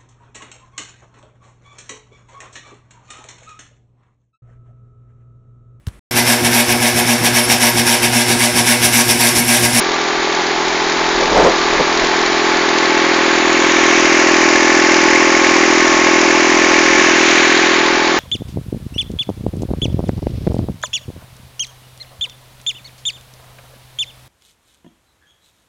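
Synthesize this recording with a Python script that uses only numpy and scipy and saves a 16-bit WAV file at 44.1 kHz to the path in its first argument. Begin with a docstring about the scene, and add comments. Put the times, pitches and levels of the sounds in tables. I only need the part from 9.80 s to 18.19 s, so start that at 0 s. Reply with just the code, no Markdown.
"""A fast, clattering chug: a small three-cylinder diesel tractor drives a generator in an open farmyard.
Periodic exhaust pulses excite the silencer's resonances, combustion and valve impacts set the metal
rattling, and the fan and gears whine at multiples of the firing rate. The listener walks from the side
to the front of the open engine and partly back; a gust buffets the microphone and the loudest peaks clip."""
import sys
import numpy as np
from scipy import signal
from scipy.fft import rfft, irfft, next_fast_len
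from scipy.io import wavfile
from scipy.ndimage import uniform_filter1d

SR = 44100
rng = np.random.default_rng(int(sys.argv[2]) if len(sys.argv) > 2 else 0)


def digitize_waveform(pressure):
    """Quantize a signal to 16-bit integers and store it at the path in sys.argv[1].

    Rows of a 2-D input are taken as channels; values are limited to [-1, 1].
    """
    field = np.atleast_2d(pressure).T
    bounded = np.clip(field, -1, 1)
    quanta = np.round(bounded * 32767).astype(np.int16)
    wavfile.write(sys.argv[1], SR, quanta)


N = 369999
TIME = np.arange(N) / SR

# The impacts of one firing interval, combustion then valve seating.
# Each row: phase from 0 to 1, level in dB, decay time in firing intervals.
BLOWS = [(.24, -2, 0.1), (0.831, -13.5, 0.15)]
# The unevenness of the cylinders. Each entry: one cylinder's level in dB, which each source scales.
CYLINDER_DB = [3, 1, 3.5]


def undb(db):
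    """The decibel is logarithmic: 20 dB is a tenfold amplitude."""
    return 10 ** (np.asarray(db) / 20)


def unit(x):
    """Normalisation to an rms of 1."""
    return x / np.sqrt(np.mean(x ** 2))


def swell(centre_s, half_s):
    """A Gaussian envelope: a smooth rise and fall around a moment."""
    return np.exp(-.5 * ((TIME - centre_s) / half_s) ** 2)


def wander(rate_hz):
    """Low-pass noise: smoothed random steps with an rms of 1."""
    hold = int(SR / rate_hz)
    steps = np.repeat(rng.standard_normal(N // hold + 1), hold)
    return unit(uniform_filter1d(uniform_filter1d(steps, hold), hold)[:N])


def colour(x, spectrum):
    """Spectral shaping by (Hz, dB) points, falling 20 dB an octave beyond the ends; rms 1."""
    hz, db = np.transpose(spectrum)
    size = next_fast_len(N)
    octave = np.log2(np.maximum(np.fft.rfftfreq(size, 1 / SR), 1))
    outside = np.abs(octave - np.clip(octave, np.log2(hz[0]), np.log2(hz[-1])))
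    gain = undb(np.interp(octave, np.log2(hz), db) - 20 * outside)
    return unit(irfft(rfft(x, size) * gain, size)[:N])


def repeat(shape, turns):
    """Periodic extension: the shape plays once a turn."""
    return np.interp(turns % 1, np.linspace(0, 1, len(shape) + 1), np.append(shape, shape[0]))


def round_corner(place, middle, width):
    """Acoustic shadow: the front of the engine comes into earshot round a corner, from 0 to 1."""
    return 1 / (1 + np.exp((middle - place) / width))


def facing(beside, ahead, front):
    """Directivity: a value passes linearly from that beside the engine to that ahead of it."""
    return beside + front * (ahead - beside)


def blend(beside, ahead, front):
    """Incoherent sounds add in power, so square-root weights keep the crossfade level."""
    return np.sqrt(1 - front) * beside + np.sqrt(front) * ahead


def crank(firing_hz):
    """Phase, counted in firings, is the integral of the firing rate; a skip makes the chug stumble."""
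    # Brief dropouts: the sound skips ahead a few milliseconds.
    # Each row: time in seconds, share of a firing interval skipped.
    skips = [(.62, .08), (1.6, .1), (2.5, .15), (7.2, .32), (8.15, .07)]
    phase = -.57 + np.cumsum(firing_hz) / SR
    for time_s, share in skips:
        landing = np.round(np.interp(time_s, TIME, phase) + share)
        phase = phase + share * (phase > landing - share)
    return phase + .0018 * wander(18)  # the crank never turns quite evenly


def per_firing(phase, scatter_db, uneven):
    """Cyclic variation: a firing's gain is its cylinder's own, give or take up to twice scatter_db."""
    firing = np.floor(phase).astype(int) + 2
    own_db = uneven * np.take(CYLINDER_DB, firing, mode="wrap")
    chance = rng.uniform(-2, 2, N // 100)[firing]
    return undb(own_db + scatter_db * chance)


def wind():
    """Turbulent pressure: each puff buffets the microphone over a fainter low rumble."""
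    # Strong puffs. Each row: centre and half length in seconds, rumble in dB, buffeting in dB.
    gusts = [(1.422, 0.039, -40, -20), (1.52, 0.035, -31, -17.5), (1.59, 0.034, -28, -6.5),
             (1.667, 0.039, -39, -9), (1.952, 0.027, -32, -23), (2.006, 0.012, -34, -12.5),
             (2.238, .027, -35, -24)]
    # The two wind spectra. Each row: frequency in Hz, relative spectral density in dB.
    rumble_spectrum = [(15, 2.5), (45, 4), (70, -11), (105, -15), (200, -28)]
    buffet_spectrum = [(30, -14), (60, -17.5), (105, -22), (170, -10), (300, -4), (560, 1.5), (750, -5.5),
                       (1100, -8.5), (2000, -26), (5000, -28.5)]
    breeze = swell(centre_s=1.83, half_s=.54) * undb(2 * wander(rate_hz=19))
    rumble_gain = undb(-46.5) + undb(-44) * breeze  # a faint rumble lasts through the calm
    buffet_gain = undb(-32) * breeze
    for centre_s, half_s, rumble_db, buffet_db in gusts:
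        puff = swell(centre_s, half_s)
        rumble_gain = rumble_gain + undb(rumble_db) * puff
        buffet_gain = buffet_gain + undb(buffet_db) * puff ** 2
    rumble = rumble_gain * colour(rng.standard_normal(N), rumble_spectrum)
    buffet = buffet_gain * colour(rng.standard_normal(N), buffet_spectrum)
    return rumble + buffet


def tone(phase, multiple, db):
    """A sinusoid locked to the crankshaft; random amplitude and phase modulation make it flutter."""
    flutter_db = 1.76 * wander(3) + 2 * wander(50)
    flutter_rad = .4 * wander(22)
    return undb(db + flutter_db) * np.sin(2 * np.pi * multiple * phase + flutter_rad)


def standing_wave(place, multiple, node, echo_db=-6):
    """Interference: the gain of a tone that meets its own reflection; higher tones have closer nodes."""
    node_spacing = 8.24 / multiple
    return np.abs(1 - undb(echo_db) * np.exp(2j * np.pi * (place - node) / node_spacing))


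def fan(phase, place, multiple=20.78):
    """The blade-passing tone fades and returns as the listener walks through its standing wave."""
    return standing_wave(place, multiple, node=.005) * tone(phase, multiple, db=-24.5)


def whines(phase, place, front):
    """Gears and generator sound harmonics of the firing rate, each with its own standing wave."""
    # Each row: harmonic number, level beside in dB, level in front in dB, place of a node.
    harmonics = [(13, -41, -27, 0.43), (15, -47.5, -34, .2), (19, -32, -30.5, .3), (26, -38, -28.5, 0.38),
                 (28, -27.5, -39, 0.18), (42, -43, -31, .1)]
    total = 0
    for multiple, side_db, front_db, node in harmonics:
        whine = tone(phase, multiple, facing(side_db, front_db, front))
        total = total + standing_wave(place, multiple, node) * whine
    return total


def clatter(phase, spectrum, regular, steady_db, scatter_db):
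    """Impact-excited vibration: the regular share of the rattle's power recurs every three firings."""
    force = undb(steady_db)
    for start, db, decay in BLOWS:
        age = (phase - start) % 1
        strength = per_firing(phase - start, scatter_db, uneven=1)
        force = force + undb(db) * np.exp(-age / decay) * strength
    pattern = irfft(np.exp(2j * np.pi * rng.random(1588)))  # one engine cycle with a flat spectrum
    recurring = unit(repeat(pattern, phase / len(CYLINDER_DB)))
    rattle = np.sqrt(regular) * recurring + np.sqrt(1 - regular) * rng.standard_normal(N)
    return colour(force * rattle, spectrum)


def hiss(phase, front):
    """Amplitude-modulated noise: valve gear and air hiss a little after each blow."""
    # The hiss beside and in front. Each row: frequency in Hz, relative spectral density in dB.
    side_spectrum = [(2200, -27.5), (3100, -3), (3700, -0.5), (4500, -2), (5300, -5), (6400, -5.5),
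                     (6900, -5.5), (7400, -1)]
    front_spectrum = [(2200, -24), (3100, -9.5), (3700, 0), (4600, 0), (5400, 1), (6200, 3), (6900, 1.5),
                      (7400, 2.5)]
    late = phase - .12
    beside = clatter(late, side_spectrum, regular=.11, steady_db=4, scatter_db=5.5)
    ahead = clatter(late, front_spectrum, regular=.1, steady_db=.5, scatter_db=3)
    return undb(facing(-20.5, -17.5, front)) * blend(beside, ahead, front)


def head_ring(phase, firing_hz):
    """Damped free vibration: each combustion strikes the cylinder head's modes, some much harder."""
    # Each row: frequency in Hz, relative level in dB, time to decay by 60 dB in seconds.
    modes = [(1738, -0.5, 0.041), (1881, -2.5, 0.033), (2147, -3, 0.041), (2309, -3.5, 0.041),
             (2714, -7.5, 0.023)]
    scatter_db, detune_share, attack_s = 3.2, .015, .0004
    turn = phase - BLOWS[0][0]
    age_s = (turn % 1) / firing_hz
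    firing = np.floor(turn).astype(int) + 2
    ringing = 0
    for hz, db, t60 in modes:
        hardness, angle, detune = rng.standard_normal((N // 100, 3))[firing].T
        swing = np.sin(2 * np.pi * hz * (1 + detune_share * detune) * age_s + np.pi * angle)
        decay = np.exp(-np.log(1000) * age_s / t60)
        ringing = ringing + undb(db + scatter_db * hardness) * decay * swing
    attack = 1 - np.exp(-age_s / attack_s)
    return unit(ringing * attack * per_firing(turn, scatter_db=1.5, uneven=1))


def knock(phase, firing_hz, front, ring_db):
    """Impulsive excitation: diesel knock, with the head's ringing plainer from the front."""
    # Each row: frequency in Hz, relative spectral density in dB.
    spectrum = [(1100, -17), (1500, -2.5), (1720, -1.5), (1950, -2), (2280, -2), (2600, -6), (3000, -10.5),
                (3800, -18.5)]
    ring_gain = undb(facing(-10.5, -3.5, front) + ring_db)
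    rattle = clatter(phase, spectrum, regular=.3, steady_db=6, scatter_db=1)
    ringing = ring_gain * head_ring(phase, firing_hz)
    return undb(facing(-19, -14, front)) * (rattle + ringing) / np.hypot(1, ring_gain)


def panel_echo(x, front, echo_db=-17.5):
    """Comb filtering: a nearby panel's reflection makes shallow notches that sweep along the walk."""
    delay_ms = facing(.22, .397, front)
    return x + undb(echo_db) * np.interp(TIME - delay_ms / 1000, TIME, x)


def block(phase, front):
    """Structure-borne sound: the crankcase and its covers radiate the blows as a midrange rattle."""
    # The block beside and in front. Each row: frequency in Hz, relative spectral density in dB.
    side_spectrum = [(130, -30), (210, -12), (290, -7), (400, 0), (540, -7.5), (680, -1), (800, 0.5),
                     (1000, -0.5), (1170, -3), (1370, -5.5), (1900, -20)]
    front_spectrum = [(120, -22.5), (200, -11.5), (340, -2.5), (470, -7.5), (560, 0.5), (680, -2),
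                      (930, -1.5), (1100, 3.5), (1300, -3.5), (1500, -5.5), (1900, -22)]
    beside = clatter(phase, side_spectrum, regular=.39, steady_db=.5, scatter_db=1)
    ahead = clatter(phase, front_spectrum, regular=.45, steady_db=2.5, scatter_db=1)
    return undb(facing(-19, -17, front)) * blend(beside, ahead, front)


def silencer_ring(harmonics, size=1024):
    """The silencer's minimum-phase impulse response, one firing interval long."""
    multiples, db = np.transpose(harmonics)
    bins = np.arange(size // 2 + 1)
    octaves_above = np.log2(np.maximum(bins / multiples[-1], 1))
    gain = undb(np.interp(bins, multiples, db) - 20 * octaves_above)
    cepstrum = irfft(np.log(gain))
    cepstrum[1:size // 2] *= 2  # folding the cepstrum makes the response causal
    cepstrum[size // 2 + 1:] = 0
    wave = irfft(np.exp(rfft(cepstrum)))
    return unit(wave - wave.mean())


def exhaust(phase, front):
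    """Resonance under periodic pulses: each firing rings the silencer, deeper and louder in front."""
    # The note beside and in front. Each row: multiple of the firing rate, relative level in dB.
    side_harmonics = [(1, -36), (2, -25.5), (3, -32.5), (4, -11.5), (5, -14.5), (6, -8), (7, -7), (8, -3),
                      (9, 2), (10, -2), (11, -10.5), (13, -22.5), (16, -23)]
    front_harmonics = [(1, -25), (2, -40), (3, -31), (4, -18), (5, -18.5), (6, -7.5), (7, -3), (8, 0.5),
                       (9, -0.5), (10, -9.5), (11, -20.5), (12, -27), (14, -23.5), (19, -21.5)]
    beside = repeat(silencer_ring(side_harmonics), phase)
    ahead = repeat(silencer_ring(front_harmonics), phase)
    strength = uniform_filter1d(per_firing(phase + .1, scatter_db=-.43, uneven=.17), size=150)
    return undb(facing(-21, -13, front)) * unit(facing(beside, ahead, front) * strength)


def scene():
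    """Superposition: one crankshaft times all engine sources, whose pressure falls as 1 / distance."""
    # The walk. Each row: time in seconds, place from 0 (by the seat) to 1 (the nose), distance in metres.
    walk = [(0, 0.053, 1.27), (.7, .08, 1.23), (1.15, .2, 1.09), (2, .4, 1.01), (2.8, 0.61, 1.04),
            (3.8, 0.77, 1.045), (4.6, 0.91, 1.04), (6.1, 0.9, 1.026), (7.1, 0.85, 1.04), (8.39, 0.65, 1.05)]
    # The microphone swings past bare parts of the cylinder head.
    # Each row: centre and half length in seconds, then changes of knock, hiss and ringing in dB.
    head_passes = [(4.157, .2, 1.5, 1.1, -1.5), (7.05, 0.16, 1.8, .5, 3), (7.6, 0.27, 3.5, 3, -2.5)]
    firing_hz = 41.754 - .0116 * TIME  # governed speed, sagging very slowly under the load
    phase = crank(firing_hz)
    times, places, distances = np.transpose(walk)
    place, distance = np.interp(TIME, times, places), np.interp(TIME, times, distances)
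    # The bass comes round the corner gradually, the hiss late and quickly.
    pipe_front = round_corner(place, middle=.66, width=.11)
    block_front = round_corner(place, middle=.63, width=.12)
    knock_front = round_corner(place, middle=.63, width=.09)
    hiss_front = round_corner(place, middle=.79, width=.043)
    knock_db, hiss_db, ring_db = sum(np.outer(changes_db, swell(centre_s, half_s))
                                     for centre_s, half_s, *changes_db in head_passes)
    body = exhaust(phase, pipe_front) + block(phase, block_front)
    knocking = undb(knock_db) * knock(phase, firing_hz, knock_front, ring_db)
    hissing = undb(hiss_db) * hiss(phase, hiss_front)
    tones = fan(phase, place) + whines(phase, place, block_front)
    engine = body + panel_echo(knocking + hissing, hiss_front) + tones
    return (engine / distance + wind())[None]


def record(dry):
    """Saturation: a narrow-band input clips hard, and low-pass filters trim the distortion's top."""
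    band_hz, clip_level, round_hz, top_hz = 7000, .7, 8400, 9100
    narrow = signal.sosfilt(signal.ellip(6, .2, 29, band_hz, fs=SR, output="sos"), dry)
    clipped = np.clip(narrow, -clip_level, clip_level)
    rounded = signal.sosfiltfilt(signal.butter(8, round_hz, fs=SR, output="sos"), clipped)
    return signal.sosfiltfilt(signal.ellip(10, .1, 60, top_hz, fs=SR, output="sos"), rounded)


dry = scene()
out = record(dry)
digitize_waveform(out)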